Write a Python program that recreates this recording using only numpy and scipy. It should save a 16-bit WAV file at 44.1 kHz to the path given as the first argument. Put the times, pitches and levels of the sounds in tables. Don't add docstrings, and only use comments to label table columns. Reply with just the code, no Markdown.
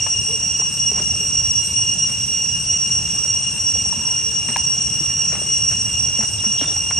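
import sys
import numpy as np
from scipy import signal
from scipy.fft import rfft, irfft
from scipy.io import wavfile
from scipy.ndimage import uniform_filter1d

SR = 44100
rng = np.random.default_rng(int(sys.argv[2]) if len(sys.argv) > 2 else 0)


def store_pcm(level_fs):
    pcm = np.round(np.clip(level_fs, -1, 1) * 32767).astype(np.int16)
    wavfile.write(sys.argv[1], SR, np.atleast_2d(pcm).T)


def voltage_ratio(level):
    return 10 ** (np.asarray(level, float) / 20)


N = 308469


def evened(x):
    return x / np.sqrt(np.mean(x ** 2) + 1e-20)


def read(points, hz):
    f, value = np.transpose(points)
    return np.interp(np.log(hz + 1), np.log(f + 1), value)


def curve(rows, t):
    s, value = np.transpose(rows)
    return np.interp(t, s, value - value.mean())


def sides(pan_db):
    return voltage_ratio(np.array([[.5], [-.5]]) * pan_db)


def add(mix, s, sound):
    part = mix[:, round(s * SR):][:, :sound.shape[-1]]
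    part += sound[..., :part.shape[1]]


def wander(hz):
    count = N // 64 + 2
    rolloff = 1 + (np.fft.rfftfreq(count, 64 / SR) / hz) ** 4
    slow = irfft(rfft(rng.standard_normal(count)) / rolloff, count)
    return np.interp(np.arange(N) / 64, np.arange(count), evened(slow))


def ring(x, hz, width_hz):
    return signal.lfilter(*signal.iirpeak(min(hz, SR / 2.2), hz / width_hz, SR), x)


def hiss(level_db, lead_s, patchy_db, size=2048):
    # frequency in Hz, coherence of the two ears from 0 to 1
    coherence = [(60, .996), (200, .988), (320, .8), (800, .87), (2100, .82), (3000, .92), (4000, .72),
                 (6500, .6), (9000, .4)]
    frames = N * 4 // size + 5
    hz = np.fft.rfftfreq(size, 1 / SR)[:, None]
    t = np.arange(frames) * size / 4 / SR
    a, b, c, d, patches = rng.standard_normal((frames, len(hz), 5)).T
    patches = uniform_filter1d(patches, size=14, axis=0)
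    patches = evened(uniform_filter1d(patches, size=6, axis=1))
    same = np.clip(read(coherence, hz), -1, 1)
    left = a + 1j * b
    delay = np.exp(-2j * np.pi * np.maximum(hz - 1700, 0) * lead_s)
    right = same * left * delay + np.sqrt(1 - same ** 2) * (c + 1j * d)
    z = np.array([left, right]) * voltage_ratio(level_db(hz, t) + patchy_db * patches)
    return evened(signal.istft(z, nperseg=size, noverlap=size * 3 // 4)[1][:, :N])


def trunks(x, t60, same):
    size = SR // 2
    taps = rng.choice([-1., 1.], (2, size)) * (rng.random((2, size)) < 2000 / SR)
    taps[:, :200] = 0
    same = np.clip(same, 0, 1)
    taps[1] = same * taps[0] + np.sqrt(1 - same ** 2) * taps[1]
    taps *= voltage_ratio(-60 * np.arange(size) / SR / t60)
    return signal.fftconvolve(x, taps / np.linalg.norm(taps[0]), axes=1)[:, :N]


def verse(t):
    # level in dB at rest, on the swing, in the catch, in the stretch
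    colour = [(-2, 0.9, -2.5, -2), (-1.5, 0, -1, -8), (-4.5, 0.8, -2, 5)]
    pump_s = .468
    swing_top_s, stretch_at_s, stretch_s = .86, .276, .065
    catch_fall_s, catch_rise_s = .045, .08
    since = (t + pump_s / 2) % pump_s - pump_s / 2
    catch = np.exp(-(since / np.where(since < 0, catch_fall_s, catch_rise_s)) ** 2)
    stretch = np.exp(-((t % pump_s - stretch_at_s) / stretch_s) ** 2)
    swing = np.cos(np.pi * (t - swing_top_s) / pump_s)
    drift_hz = -.14 * (t - N / SR / 2)
    hz = 569.1 + drift_hz + 1.4 * swing - 4.5 * catch - 2.8 * stretch
    return hz, np.array(colour) @ np.array([np.ones(len(t)), swing, catch, stretch])


def song(hz, colour_db, flicker_db, lead, sway):
    # multiple of the buckle rate, level in dB, left-right difference in dB
    overtones = [(3, -63.5, -5), (4, -58, -2), (5, -28.5, 4), (6, -55, 6), (7, -56.5, 4), (8, -54.5, -1),
                 (9, -71, -20), (10, -18.5, -2), (11, -40.5, -9), (12, -43.5, -7), (13, -55.5, -1),
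                 (14, -46, 9), (15, -33, 1), (16, -56.5, -14), (17, -62.5, 11), (18, -69, -5),
                 (19, -61.5, -4), (20, -54.5, 1.5), (25, -71.5, 3)]
    turn = 2 * np.pi * np.cumsum(hz) / SR
    out = np.zeros((2, N))
    gains = [np.sqrt(2) * voltage_ratio(db + flicker_db * wander(34)) for db in colour_db]
    swaying = sway * wander(13.3)
    for k, db, pan_db in overtones:
        k = round(k)
        half = np.array([[.5], [-.5]]) * (lead * (k - 3) + k * swaying)
        wave = np.cos(k * turn + 2 * np.pi * rng.random() + half)
        group = int(np.clip((k - 3) // 5, 0, 2))
        out += voltage_ratio(db) * sides(pan_db) * gains[group] * wave
    return out


def cicadas():
    # time in seconds, level in dB
    effort = [(0, -1.5), (.7, -1.5), (1.2, -1), (1.7, 1), (2.2, -1.5), (3, -1.5), (4.2, -2), (5, -1.5),
              (5.7, -0.5), (6.3, -2), (6.99, -2)]
    t = np.arange(N) / SR
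    hz, colour_db = verse(t)
    near = song(hz + .25 * wander(30), colour_db + curve(effort, t), 2, .14, .045)
    other = song(571.3 + 1.6 * wander(25), [-15.5, -15.5, -14], 3, .14, .045)
    return near + voltage_ratio(-9) * trunks(near, .3, .6) + voltage_ratio(-4) * other + trunks(other, .4, .6)


def crowd():
    # buckle rate in Hz, share of the singers in dB
    singers = [(470, -39.5), (510, -9.5), (530, -6), (550, 2.5), (562, 7), (572, 11.5), (577, -4.5),
               (582, -10), (600, -10.5), (660, -35.5)]
    # multiple of the buckle rate, level in dB, left-right difference in dB
    bands = [(5, -39.5, 1.5), (10, -34.5, -2.5), (15, -43, 3.5), (20, -66.5, 1)]

    def level_db(hz, t):
        power = 0
        for k, db, pan_db in bands:
            share_db = read(singers, hz / round(k))
            power = power + (voltage_ratio(db + share_db) * sides(pan_db)[..., None]) ** 2 / k
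        return 10 * np.log10(power) + 0 * t
    return voltage_ratio(-25.5) * hiss(level_db, 4e-5, 1.27)


def air():
    # frequency in Hz, spectral density in dB per Hz
    spectrum = [(22, -66), (50, -5.5), (100, 1), (210, -8.5), (290, -19), (380, -18.5), (520, -23),
                (900, -22.5), (2000, -27.5), (3300, -24.5), (4300, -33), (6300, -14), (7600, -26),
                (9200, -37)]
    # time in seconds, level in dB
    stir = [(0, -1), (1, 0), (2.1, -1.5), (4.15, 0.5), (6.99, 0)]
    swell_db = .9 * wander(1.3)

    def level_db(hz, t):
        leaves = np.clip((hz - 230) / 150, 0, 1) * np.clip((3000 - hz) / 900, 0, 1)
        top_db = np.maximum(-34 * np.maximum(hz - spectrum[-1][0], 0) / 1000, -48)
        rumble_db = (hz < 300) * swell_db[np.minimum(t * SR, N - 1).astype(int)]
        return read(spectrum, hz) + top_db + rumble_db + leaves * curve(stir, t)
    return voltage_ratio(-32) * sides(.42) * hiss(level_db, 4e-6, 1.4)


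def snap(db, hz, crack_db):
    # ring in Hz, left-right difference in dB
    lean = [(450, 3), (1000, 1)]
    t = np.arange(SR // 8) / SR
    t60 = .026 * voltage_ratio(-.96 * max(db + 19.5, 0))
    decay = voltage_ratio(-60 * np.maximum(t - .004, 0) / t60)
    burst = rng.standard_normal(len(t)) * decay * np.minimum(t / .00049, 1)
    burst[8] += 10
    knock = ring(ring(burst, hz, 270), hz, 580)
    crack = signal.sosfilt(signal.butter(3, [550, 2900], "band", fs=SR, output="sos"), burst)
    crack = crack + ring(burst, 1.83 * hz, 180)
    blow = knock / abs(knock).max() + voltage_ratio(crack_db) * crack / abs(crack).max()
    return voltage_ratio(db) * sides(read(lean, hz)) * blow


def coo(length, db, first_hz, last_hz):
    u = np.arange(0, length, 1 / SR) / length
    turn = 2 * np.pi * np.cumsum(first_hz + (last_hz - first_hz) * u) / SR
    return voltage_ratio(db - 19 * (2 * u - 1) ** 2) * (np.sin(turn) + .15 * np.sin(2 * turn))


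def tick(db, hz):
    t = np.arange(SR // 5) / SR
    burst = rng.standard_normal(len(t)) * voltage_ratio(-60 * t / .0089)
    band = signal.butter(1, [hz, 1.3 * hz], "band", fs=SR)
    return voltage_ratio(db) * sides(-14) * signal.lfilter(*band, burst)


def scuff(length, db, hz, width_hz):
    draw = rng.standard_normal((SR // 2, 3))[:round(length * SR)].T
    grain = np.clip(evened(uniform_filter1d(draw[2], size=90)), -3, 3)
    grit = draw[:2] * .5 + draw[0] * voltage_ratio(4.8 * grain)
    shaped = ring(ring(grit, hz, width_hz), hz, 3.1 * width_hz)
    return voltage_ratio(db) * evened(shaped) * signal.windows.tukey(grit.shape[1], .6)


def thump(db, hz, t60):
    t = np.arange(SR // 5) / SR
    return voltage_ratio(db) * np.sin(2 * np.pi * hz * t) * voltage_ratio(-60 * t / t60) * np.minimum(t / .0026, 1)


def monkeys():
    # start in seconds, level in dB, ring in Hz, crack in dB
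    snaps = [(0.065, -20, 940, -4), (0.597, -27, 500, -7), (0.616, -28.5, 940, -2), (0.916, -24.5, 466, -8),
             (0.979, -30, 939, -9), (0.998, -24, 417, -4), (3.252, -35, 620, 3), (3.754, -29.5, 511, -8),
             (3.857, -34, 842, -5), (3.925, -26, 880, -11), (4.487, -33, 956, 13.5), (4.496, -31, 460, -9),
             (4.5605, -17, 916, 6.5), (5.328, -26.5, 530, 1), (6.186, -25.5, 493, -11),
             (6.207, -31, 930, 4), (6.437, -31, 401, -8), (6.612, -24.5, 585, -0.5), (6.762, -32.5, 886, 5),
             (6.909, -31.5, 1090, 12.5), (6.986, -28, 589, -10)]
    # start in seconds, level in dB, low edge in Hz
    ticks = [(.74, -41, 8500), (3.18, -40, 8500), (3.68, -38, 8500), (4.13, -41, 8500), (4.569, -9, 5000),
             (4.63, -39, 8500), (4.745, -48, 13000), (5.47, -43, 9000), (5.71, -42, 9000),
             (6.775, -30, 5500), (6.91, -40, 8500)]
    # start in seconds, level in dB, pitch in Hz, T60 in seconds
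    thumps = [
        (3.966, -30, 219, 0.27),
        (4.484, -27.5, 236, 0.12),
        (5.007, -28, 320, 0.09),
        (5.777, -35, 237, 0.12),
        (6.187, -23, 219, 0.14),
        (6.464, -23.5, 212, 0.14),
        (6.617, -19.5, 287, 0.1),
    ]
    # start in seconds, length in seconds, level in dB, centre in Hz
    scuffs = [(0.918, 0.14, -41, 703.5), (2.08, 0.04, -43.5, 1200), (4.488, 0.045, -38.5, 1200),
              (5.016, .14, -55, 10000), (5.085, 0.044, -43.5, 1500), (5.303, 0.085, -36.5, 900),
              (5.69, 0.056, -38, 700), (6.208, 0.056, -38.5, 1070), (6.43, 0.048, -39.5, 800),
              (6.504, 0.28, -52, 9500), (6.6, 0.061, -35.5, 870)]
    brushes = [
        (.95, .1, -43, 450),
        (5.359, 0.092, -39, 350),
        (6.2, .06, -41, 450),
        (6.38, 0.028, -39, 3480),
        (6.565, 0.084, -34, 3240),
        (6.629, 0.12, -40.5, 430),
        (6.66, .1, -41, 3500),
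    ]
    squeaks = [
        (1.19, 0.1, -44, 424),
        (2.64, .022, -40, 4750),
        (3.94, 0.26, -48, 950),
        (6.59, .03, -40, 2990),
        (6.63, 0.063, -41, 3520),
    ]
    # start in seconds, length in seconds, level in dB, first and last pitch in Hz
    coos = [
        (.272, .065, -32.5, 381, 518),
        (.32, 0.051, -33.5, 500, 410),
        (3.001, 0.34, -49, 353, 420),
        (3.978, .21, -49, 906, 1000),
        (4.206, 0.19, -43, 402, 500),
    ]
    out = np.zeros((2, N))
    for s, *blow in snaps:
        add(out, s, snap(*blow))
    for s, *leaf in ticks:
        add(out, s, tick(*leaf))
    for s, *landing in thumps:
        add(out, s, thump(*landing))
    for rows, width_hz in ((scuffs, 1500), (brushes, 520), (squeaks, 120)):
        for s, *drag in rows:
            add(out, s, scuff(*drag, width_hz))
    for s, *call in coos:
        add(out, s, coo(*call))
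    return out + voltage_ratio(-12) * trunks(out, .1, .6)


def scene():
    return cicadas() + crowd() + air() + monkeys()


def low_pass(x):
    return signal.sosfilt(signal.butter(12, 15800, fs=SR, output="sos"), x)


def record(dry):
    cut = signal.sosfilt(signal.butter(2, 42, "high", fs=SR, output="sos"), dry)
    hz, _, z = signal.stft(cut, SR, nperseg=2048, noverlap=1024)
    power = uniform_filter1d((abs(z) ** 2).mean(0), size=8, axis=0)[4::8]
    patch_db = 10 * np.log10(np.repeat(power, 8, axis=0) + 1e-20)
    limit_db = np.interp(hz[:-1], [9000, 9250, 11700, 11900], [-110, -76.5, -74.5, -76])
    z[:, :-1] *= patch_db > limit_db[:, None]
    gated = signal.istft(z, SR, nperseg=2048, noverlap=1024)[1][:, :N]
    return low_pass(gated)


dry = scene()
out = record(dry)
store_pcm(out)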